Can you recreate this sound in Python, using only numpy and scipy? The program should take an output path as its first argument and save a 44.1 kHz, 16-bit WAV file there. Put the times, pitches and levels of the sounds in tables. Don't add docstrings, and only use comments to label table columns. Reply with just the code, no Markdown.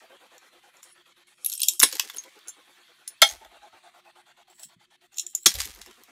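import sys
import numpy as np
from scipy import signal
from scipy.io import wavfile
from scipy.ndimage import uniform_filter1d, minimum_filter1d

SR = 44100
rng = np.random.default_rng(int(sys.argv[2]) if len(sys.argv) > 2 else 0)


def master_out(mix):
    frames = np.transpose(np.atleast_2d(mix))
    ceiling = np.clip(frames, -1, 1)
    pcm = np.round(ceiling * 32767).astype(np.int16)
    wavfile.write(sys.argv[1], SR, pcm)


N = 269671

# low_hz, high_hz, base_dip_db, throb_share, patchiness_db,
# crest_length (-1 short to 1 long), top_db, sink_db, sink_exponent, floor_db
NOISE_BANDS = [(200, 430, 20, .1, 4, -0.04, -68.5, 25, 1.6, -93.5),
               (283, 540, 19.5, .1, 3.5, -0.11, -64.5, 19.5, 1.4, -88),
               (482, 570, 14, 0.26, 6.5, -0.13, -62, 19, 0.98, -92),
               (604, 910, 9, 0.76, 4.5, -0.081, -60.5, 9, 1.5, -83),
               (930, 1650, 4.5, 0.59, 3.5, 0.24, -60, 5.5, 1.6, -80.5),
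               (1680, 2900, 1, 0.48, 3.5, .3, -61, 4, 1.5, -79),
               (2990, 4800, -2, .7, 3, .4, -64, 1.5, 2.2, -76),
               (4950, 24000, -1, .7, 2.5, 0.2, -65, 5.5, .9, -78)]
# start_s, level_db, hump_hz, hump_db, sink_pace_per_s, first_depth_db,
# depth_growth_db_per_s, extra_crest_length
NOISE_SWELLS = [(-.05, -1.97, 520, 7.5, 1.07, 5.5, 8, 0.62), (1.839, -0.3, 370, 12.5, .95, 3.5, -1, -.25),
                (3.23, -2, 798, 11.5, 0.94, 3.5, 11.5, 0.41), (5.469, -1.9, 305, 10.5, 0.68, 0, 8.5, .05)]
# frequency_hz, gain_db
NOISE_EQ = [(200, -0.5), (1800, 3), (3400, 1), (4500, -4), (4900, -8), (6000, -5.5), (8100, -8),
            (12000, -11.5), (16000, -24.5)]
# pitch_hz, width_hz, level_db
ROOM_HUM = (355, 20, -77.5)
# low_hz, high_hz, level_db
RUMBLE_BANDS = [(30, 49, -95.5), (117, 280, -83)]
# (the last three are sends, relative to level_db)
CRACK_HITS = [(0.3792, -39, 6870, -4.5, -42, -3.5), (0.7672, -44, 7000, -4.5, -10, -6),
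              (0.8286, -37.5, 7070, -1.5, -7.5, -0.5), (1.4457, -18.5, 11150, 2, -60, 2),
              (1.4603, -16.5, 11130, 8.5, -60, -15), (1.497, -16.5, 11200, -5, -50, -11),
              (1.5176, -23, 11400, 1, -51, -15), (1.5252, -19, 7570, -1, -42, -14),
              (1.5351, -18.5, 11320, -0.5, -60, -10), (1.5513, -25, 5640, -2, -60, 4),
              (1.576, -30.5, 8400, 7.5, -42, -10), (1.5941, -21, 3220, -13, -54, -3),
              (1.6016, -16, 9700, -22, -37, 2), (1.616, -7.5, 9360, -7, -36, -20),
              (1.6308, -1, 5260, -11.5, -69, -5.5), (1.6835, -1, 7300, -3, -50, -0.5),
              (1.7332, -23, 9700, -7, -41, -13), (1.7939, -13.5, 7200, -9, -26, 6),
              (1.799, -4, 7040, -5, -23.5, 2), (1.814, -21.5, 7350, -22, 4, 6),
              (1.821, -8.5, 7500, -11, -31, 3), (1.83, 2.5, 10000, -26, -7, 0),
              (1.833, 9.5, 10350, -24, -19, -25), (1.925, -13.5, 4330, -19, -19.5, -7),
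              (1.9518, -17.5, 5800, -19, -36, -2), (1.995, -3.5, 2530, -9.5, -16, -3.5),
              (2.0976, -25, 3400, -3, -4, -2), (2.144, -34, 3030, -3, -14, 2),
              (2.168, -25, 9350, -14, -17, -1), (2.2364, -34, 3180, -7, -29.5, -2),
              (2.3884, -39, 4020, -21.5, -19, -8), (3.0754, -21, 9950, -11, -22.5, -27.5),
              (3.217, 4.5, 3160, -1, -12, -3.5), (3.2206, 4, 3280, -6, -9.5, -19),
              (3.23, -7.5, 3540, 6, -1, -20), (3.4471, -37, 3380, -8, -10, -5),
              (4.594, -36.5, 7550, -5.5, -38, -4.5), (4.6318, -29, 7650, -3.5, -46.5, -6.5),
              (5.1417, -37, 6370, -10, -25.5, -10.5), (5.1703, -28, 6580, -9.5, -31.5, -5.5),
              (5.1822, -15.5, 6760, -3, -42.5, -6), (5.1948, -17, 6860, 2, -41, -20),
              (5.264, -31.5, 7100, 9, -58.5, -26.5), (5.3491, -24, 7060, 13, -47, 8),
              (5.458, 11.5, 6470, -30, -19, -28), (5.4636, -2, 6700, -13, -7.5, -0.5),
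              (5.4668, 0.5, 6470, -5.5, -25, -29), (5.539, -18.5, 7100, -13, -29, -4),
              (5.553, -20, 3600, -6.5, -26, -1), (5.604, -11.5, 4800, -8.5, -16, -18),
              (5.6532, -20, 5230, -12, -32, -1.5), (5.747, -35, 6540, -23, -23, 1),
              (5.814, -24.5, 6800, -25, -11, -14), (5.8597, -34, 5300, -7, -5.5, -2),
              (5.91, -38, 2600, -18, -7.5, -15), (6.0344, -35, 5530, -16.5, -22.5, -1)]
# frequency_hz, gain_db
CRACK_EQ = [(1350, -37), (2300, -15), (3780, -0.5), (4540, -8.5), (5200, -1), (6840, -9), (7450, -4.5),
            (9000, -7), (11700, -41), (19800, -120)]
# pitch_hz, gain_db, t60_s
CHINA_MODES = [(2818, -0.5, 0.01), (3255, 1.5, 0.027), (5550, -3.5, 0.05), (7120, -6, 0.013),
               (10100, -3.5, 0.04), (10500, -3.5, 0.011)]
# time_s, level_db
BITE_ENVELOPES = [
    [(.8, -89), (.84, -52.5), (.885, -71)],
    [(.885, -66), (.92, -65), (.97, -90)],
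    [(1.27, -66.5), (1.36, -74), (1.43, -62.5), (1.46, -48), (1.55, -45), (1.6, -53), (1.65, -38.5),
     (1.71, -39.5), (1.8, -56)],
    [(4.5, -74), (4.57, -71.5), (4.64, -51), (4.67, -68), (4.71, -78.5)],
    [(5.12, -76), (5.17, -61), (5.21, -43.5), (5.25, -74), (5.3, -56.5), (5.34, -72), (5.37, -63.5),
     (5.46, -65)],
]
# start_hz, climb_hz_per_s, gain_db (relative to the envelope)
BITE_SQUEAKS = [(7100, 490, -6), (10350, 30, 5.5), (10870, 1500, -6), (7650, 1300, 6), (7000, 2000, 7)]
# pitch_ratio, gain_db
SQUEAK_TONES = [(0.52, -15), (1.0, 0), (1.7, -12.5), (2.0, -11.5)]
# frequency_hz, gain_db
GRIT_EQ = [(1530, -45), (2600, -20.5), (3290, -6.5), (4530, -20.5), (4890, -2), (6140, -14.5), (7420, 3),
           (9330, -5), (11500, -11.5), (16000, -20)]
# start_s, level_db, pitch_hz, t60_s
TABLE_BUMPS = [(1.828, -30.5, 320, 0.099), (1.833, -27, 448, 0.051), (3.3, -48.5, 54.4, 0.37),
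               (3.45, -60.5, 45, .2), (3.55, -62, 50.1, 0.24), (3.72, -66, 80, 0.11),
               (4.65, -59, 150, 0.12), (4.758, -55, 150, .13), (5.461, -25.5, 276.2, 0.063),
               (5.464, -30, 433, 0.058), (5.462, -40.5, 171, 0.15), (5.535, -39, 59, 0.44),
               (5.658, -50, 48.7, 0.59), (5.8, -57, 60, 0.27)]
# start_s, level_db, centre_hz, spread_octaves
TOOL_HITS = [(1.829, -1, 9930, 0.15), (2.1634, -28.5, 9800, 0.1), (2.184, -17, 6420, 0.081),
             (2.474, -38.5, 7230, 0.5), (2.4828, -27, 7580, 0.8), (2.493, -26, 7530, 0.18),
             (3.0772, -25, 9640, 0.6), (3.266, -25.5, 9800, 0.1), (3.29, -20, 6460, 0.05),
             (5.8136, -38, 5370, 0.5), (3.22, -11, 7160, 0.9)]
# pitch_hz, gain_db, t60_s
STEEL_MODES = [(5500, -15, 0.069), (5870, -11, 0.054), (6462, 0, 0.047), (7250, -4, .07),
               (8600, -15.5, .06), (9830, 1.5, 0.09), (13480, -6.5, 0.09)]
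# start_s, level_db, hold_s, fall_db_per_s
CRUMB_SHOWERS = [(1.83, -41, 0.13, 67), (3.223, -40.5, 0.074, 259), (5.455, -36, 0.015, 197),
                 (5.474, -45, .1, 57), (5.577, -40.5, 0.0074, 152), (5.59, -32, 0.015, 502)]
# frequency_hz, gain_db
CRUMB_EQ = [(530, -37), (900, -8), (1160, -22), (1980, -2), (2450, -7), (6420, -4.5), (15500, -14.5)]
# start_s, drive_db, t60_s
PLATE_HIT = (3.2215, -7, 0.0099)
# pitch_hz, gain_db, t60_s
PLATE_MODES = [(672, -6, 0.083), (802.3, -11.5, 0.13), (856, -9, 0.098), (1344, -7.5, .05),
               (1950, -12.5, 0.048), (2170, 0.5, 0.06), (3236.5, -0.5, 0.088), (3295, -7.5, 0.019),
               (3590, -7.5, 0.044), (3596, -6, 0.06), (6030, -7.5, 0.12), (4160, -9.5, 0.058),
               (4270, -1, .04), (5180, 1, 0.039)]
# delay_s, gain_db
EARLY_ECHOES = [(.0085, -14), (.017, -26), (.026, -28)]
# frequency_hz, t60_s
TAIL_DECAY = [(300, 0.22), (1000, 0.092), (4000, 0.16), (10000, 0.12), (16000, 0.14)]

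THROB_HZ, FIRST_CREST_S, MAX_DEPTH_DB = 9.375, .027, 23
LONGEST_CREST, CREST_LOSS_PER_DB = .75, 0.02
HUMP_OCTAVES, FLARE_DB, FLARE_S = .3, 4, .04
CRACK_T60_S, SCATTER_RISE_S = 0.013, .012
TAIL_DB, CUTOFF_HZ = -11.5, 16600


def amp(db):
    return 10 ** (np.asarray(db) / 20)


def unit(x):
    return x / np.sqrt(np.mean(x ** 2) + 1e-20)


def at_hz(curve, hz):
    points_hz, values = np.transpose(curve)
    return np.interp(np.log(hz), np.log(points_hz), values)


def add(out, start_s, x):
    i = round(start_s * SR)
    out[i:i + len(x)] += x[:N - i]


def band(x, low_hz, high_hz, order=2):
    sos = signal.butter(order, [low_hz, min(high_hz, .45 * SR)], "band", fs=SR, output="sos")
    return signal.sosfilt(sos, x)


def high_pass(x, hz):
    return signal.sosfilt(signal.butter(8, hz, "high", fs=SR, output="sos"), x)


def equalise(x, curve):
    edges = np.geomspace(curve[0][0], curve[-1][0], num=13)
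    return sum(amp(at_hz(curve, np.sqrt(low * high))) * band(x, low, high) * (-1) ** k
               for k, (low, high) in enumerate(zip(edges, edges[1:])))


def ring(drive, hz, t60):
    r, w = amp(-60 / (t60 * SR)), 2 * np.pi * hz / SR
    return signal.lfilter([0, np.sin(w)], [1, -2 * r * np.cos(w), r * r], drive + 1e-18)


def resonate(drive, modes, drive_db=0):
    return sum(amp(gain_db + drive_db) * ring(drive, hz, t60) for hz, gain_db, t60 in modes)


def drift(rate_hz):
    r = np.exp(-80 * np.pi * rate_hz / SR)
    slow = signal.lfilter([1], [1, -2 * r, r * r], rng.standard_normal(N // 40 + 2002))[2000:]
    return np.interp(np.arange(N) / 40, np.arange(len(slow)), unit(slow))


def grains(per_s, spread_db):
    sizes = amp(spread_db * np.minimum(rng.exponential(1, N), 4)) * rng.choice([-1, 1], N)
    return unit(sizes * (rng.random(N) < per_s / SR))


def room_noise():
    t = np.arange(N) / SR
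    swells = np.array(NOISE_SWELLS)
    current = swells[np.maximum(np.searchsorted(swells[:, 0], t) - 1, 0)]
    start_s, swell_db, hump_hz, hump_db, pace, first_db, growth, extra_crest = current.T
    age_s = np.maximum(t - start_s, 0)
    depth_db = np.minimum(first_db + growth * age_s, MAX_DEPTH_DB)
    swell_db = swell_db + FLARE_DB * np.exp(-age_s / FLARE_S)
    throb = np.cos(2 * np.pi * THROB_HZ * (t - FIRST_CREST_S))
    hum_hz, width_hz, hum_db = ROOM_HUM
    hum_level = amp(hum_db + 2.8 * drift(10) + 5.5 * throb)
    out = hum_level * unit(band(rng.standard_normal(N), hum_hz - width_hz / 2, hum_hz + width_hz / 2))
    for low_hz, high_hz, level_db in RUMBLE_BANDS:
        out += amp(level_db) * unit(band(rng.standard_normal(N), low_hz, high_hz))
    for low_hz, high_hz, dip_db, share, patchy_db, crest, top_db, sink_db, bend, floor_db in NOISE_BANDS:
        octaves_off = np.log2(np.sqrt(low_hz * high_hz) / hump_hz)
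        boost_db = hump_db * np.exp(-.5 * (octaves_off / HUMP_OCTAVES) ** 2)
        level = amp(top_db + swell_db + boost_db - sink_db * (pace * age_s) ** bend) + amp(floor_db)
        crest_now = np.minimum(crest + extra_crest - CREST_LOSS_PER_DB * depth_db, LONGEST_CREST)
        dip = .5 - .5 * np.tanh(6 * (throb + crest_now))
        edges = np.geomspace(low_hz, high_hz, num=8)
        white = rng.standard_normal((2, N))
        strips = np.zeros(N)
        for k, (low, high) in enumerate(zip(edges, edges[1:])):
            strip_db = at_hz(NOISE_EQ, np.sqrt(low * high)) + patchy_db * drift(9)
            strips += amp(strip_db) * band(white[k % 2], low, high, order=3)
        out += level * amp(-(dip_db + share * depth_db) * dip) * unit(strips)
    return out


def china_cracks():
    t = np.arange(SR // 8) / SR
    attack = np.sin(np.pi / 2 * np.minimum(t / 0.0025, 1)) ** 2
    envelope = 0.55 * attack * amp(-60 * t / CRACK_T60_S)
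    core, treble, middle, pings = np.zeros((4, N))
    for start_s, level_db, ring_hz, ring_db, middle_db, treble_db in CRACK_HITS:
        burst = amp(level_db) * envelope * rng.standard_normal(len(t))
        add(core, start_s, burst)
        add(treble, start_s, amp(treble_db) * burst)
        add(middle, start_s, amp(middle_db) * burst)
        ping = ring(burst, ring_hz, t60=.012) + ring(burst, 1.02 * ring_hz, t60=.012)
        add(pings, start_s, amp(level_db + ring_db) * ping / np.max(np.abs(ping)))
    snap = amp(11) * equalise(core, CRACK_EQ) + amp(11.5) * band(treble, 9000, 14200, order=4)
    ringing = pings + resonate(core, CHINA_MODES, drive_db=-26)
    body = amp(20) * band(middle, 900, 2700, order=4)
    return high_pass(snap + ringing, 2700) + body


def jaw_grind():
    grit = unit(equalise(grains(per_s=5000, spread_db=4), GRIT_EQ))
    grit = high_pass(grit + resonate(grit, CHINA_MODES, drive_db=-26.5), 2600)
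    roughness = amp(4.7 * drift(40)) * (drift(320) + 1j * drift(320))
    out, t = np.zeros(N), np.arange(N) / SR
    for (start_hz, climb, squeak_db), envelope in zip(BITE_SQUEAKS, BITE_ENVELOPES):
        times_s, levels_db = np.transpose(envelope)
        bite = (t > times_s[0]) & (t < times_s[-1])
        age_s = np.arange(bite.sum()) / SR
        phase = 2 * np.pi * (start_hz + climb * age_s / 2) * age_s
        squeak = sum(amp(gain_db) * np.real(roughness[bite] * np.exp(1j * ratio * phase))
                     for ratio, gain_db in SQUEAK_TONES if ratio * start_hz < CUTOFF_HZ)
        level = amp(np.interp(t[bite], times_s, levels_db))
        out[bite] += level * (grit[bite] + amp(squeak_db) * squeak)
    return out


def table_bumps():
    out, t = np.zeros(N), np.arange(SR // 2) / SR
    for start_s, level_db, hz, t60 in TABLE_BUMPS:
        push = unit(band(rng.standard_normal(2 * len(t)), .75 * hz, 1.5 * hz, order=4)[len(t):])
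        attack = np.sin(np.pi / 2 * np.minimum(t * hz / 1.5, 1)) ** 2
        add(out, start_s, amp(level_db - 60 * t / t60) * attack * push)
    return out


def tool_clinks():
    start_s, level_db, centre_hz, spread_octaves = np.transpose(TOOL_HITS)
    onsets = np.round(start_s * SR).astype(int)
    out = np.zeros(N)
    for hz, gain_db, t60 in STEEL_MODES:
        off_centre_db = 7.6 * (np.log2(hz / centre_hz) / spread_octaves) ** 2
        clicks = np.zeros(N)
        clicks[onsets] = amp(level_db + gain_db - off_centre_db - 6.5)
        out += ring(clicks, hz, t60) + 0.24 * ring(clicks, 1.008 * hz, 0.19 * t60)
    return high_pass(out, 2500)


def crumb_scatter():
    chips = unit(equalise(grains(per_s=1200, spread_db=4.5), CRUMB_EQ))
    envelope, t = np.zeros(N), np.arange(N) / SR
    for start_s, level_db, hold_s, fall in CRUMB_SHOWERS:
        rise = np.clip((t - start_s) / SCATTER_RISE_S, 0, 1)
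        envelope += rise * amp(level_db - fall * np.maximum(t - start_s - hold_s, 0))
    return chips * envelope


def plate_knock():
    start_s, drive_db, t60 = PLATE_HIT
    age_s = np.maximum(np.arange(N) / SR - start_s, 0)
    rattle = amp(drive_db - 14.5 - 60 * age_s / t60) * (age_s > 0) * rng.standard_normal(N)
    return high_pass(resonate(rattle, PLATE_MODES), 590)


def small_room(x):
    t, edges = np.arange(SR // 3) / SR, np.geomspace(150, 17000, num=10)
    tail = np.zeros(len(t))
    for low, high in zip(edges, edges[1:]):
        t60 = at_hz(TAIL_DECAY, np.sqrt(low * high))
        tail += band(rng.standard_normal(len(t)), low, high) * amp(-60 * t / t60)
    response = amp(TAIL_DB) * unit(tail * np.minimum(t / 0.002, 1)) / np.sqrt(len(t))
    for delay_s, gain_db in EARLY_ECHOES:
        response[round(delay_s * SR)] += amp(gain_db)
    return x + signal.fftconvolve(x, response)[:N]


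def scene():
    close_up = china_cracks() + tool_clinks() + plate_knock() + crumb_scatter() + jaw_grind()
    return (small_room(close_up) + table_bumps() + room_noise())[None]


def record(dry):
    window = SR // 1200
    needed_gain = np.minimum(1, .99 / (np.abs(dry) + 1e-9))
    held_gain = minimum_filter1d(needed_gain, size=2 * window)
    limited = dry * uniform_filter1d(held_gain, size=window)
    return signal.sosfilt(signal.cheby2(14, 70, CUTOFF_HZ, fs=SR, output="sos"), limited)


dry = scene()
out = record(dry)
master_out(out)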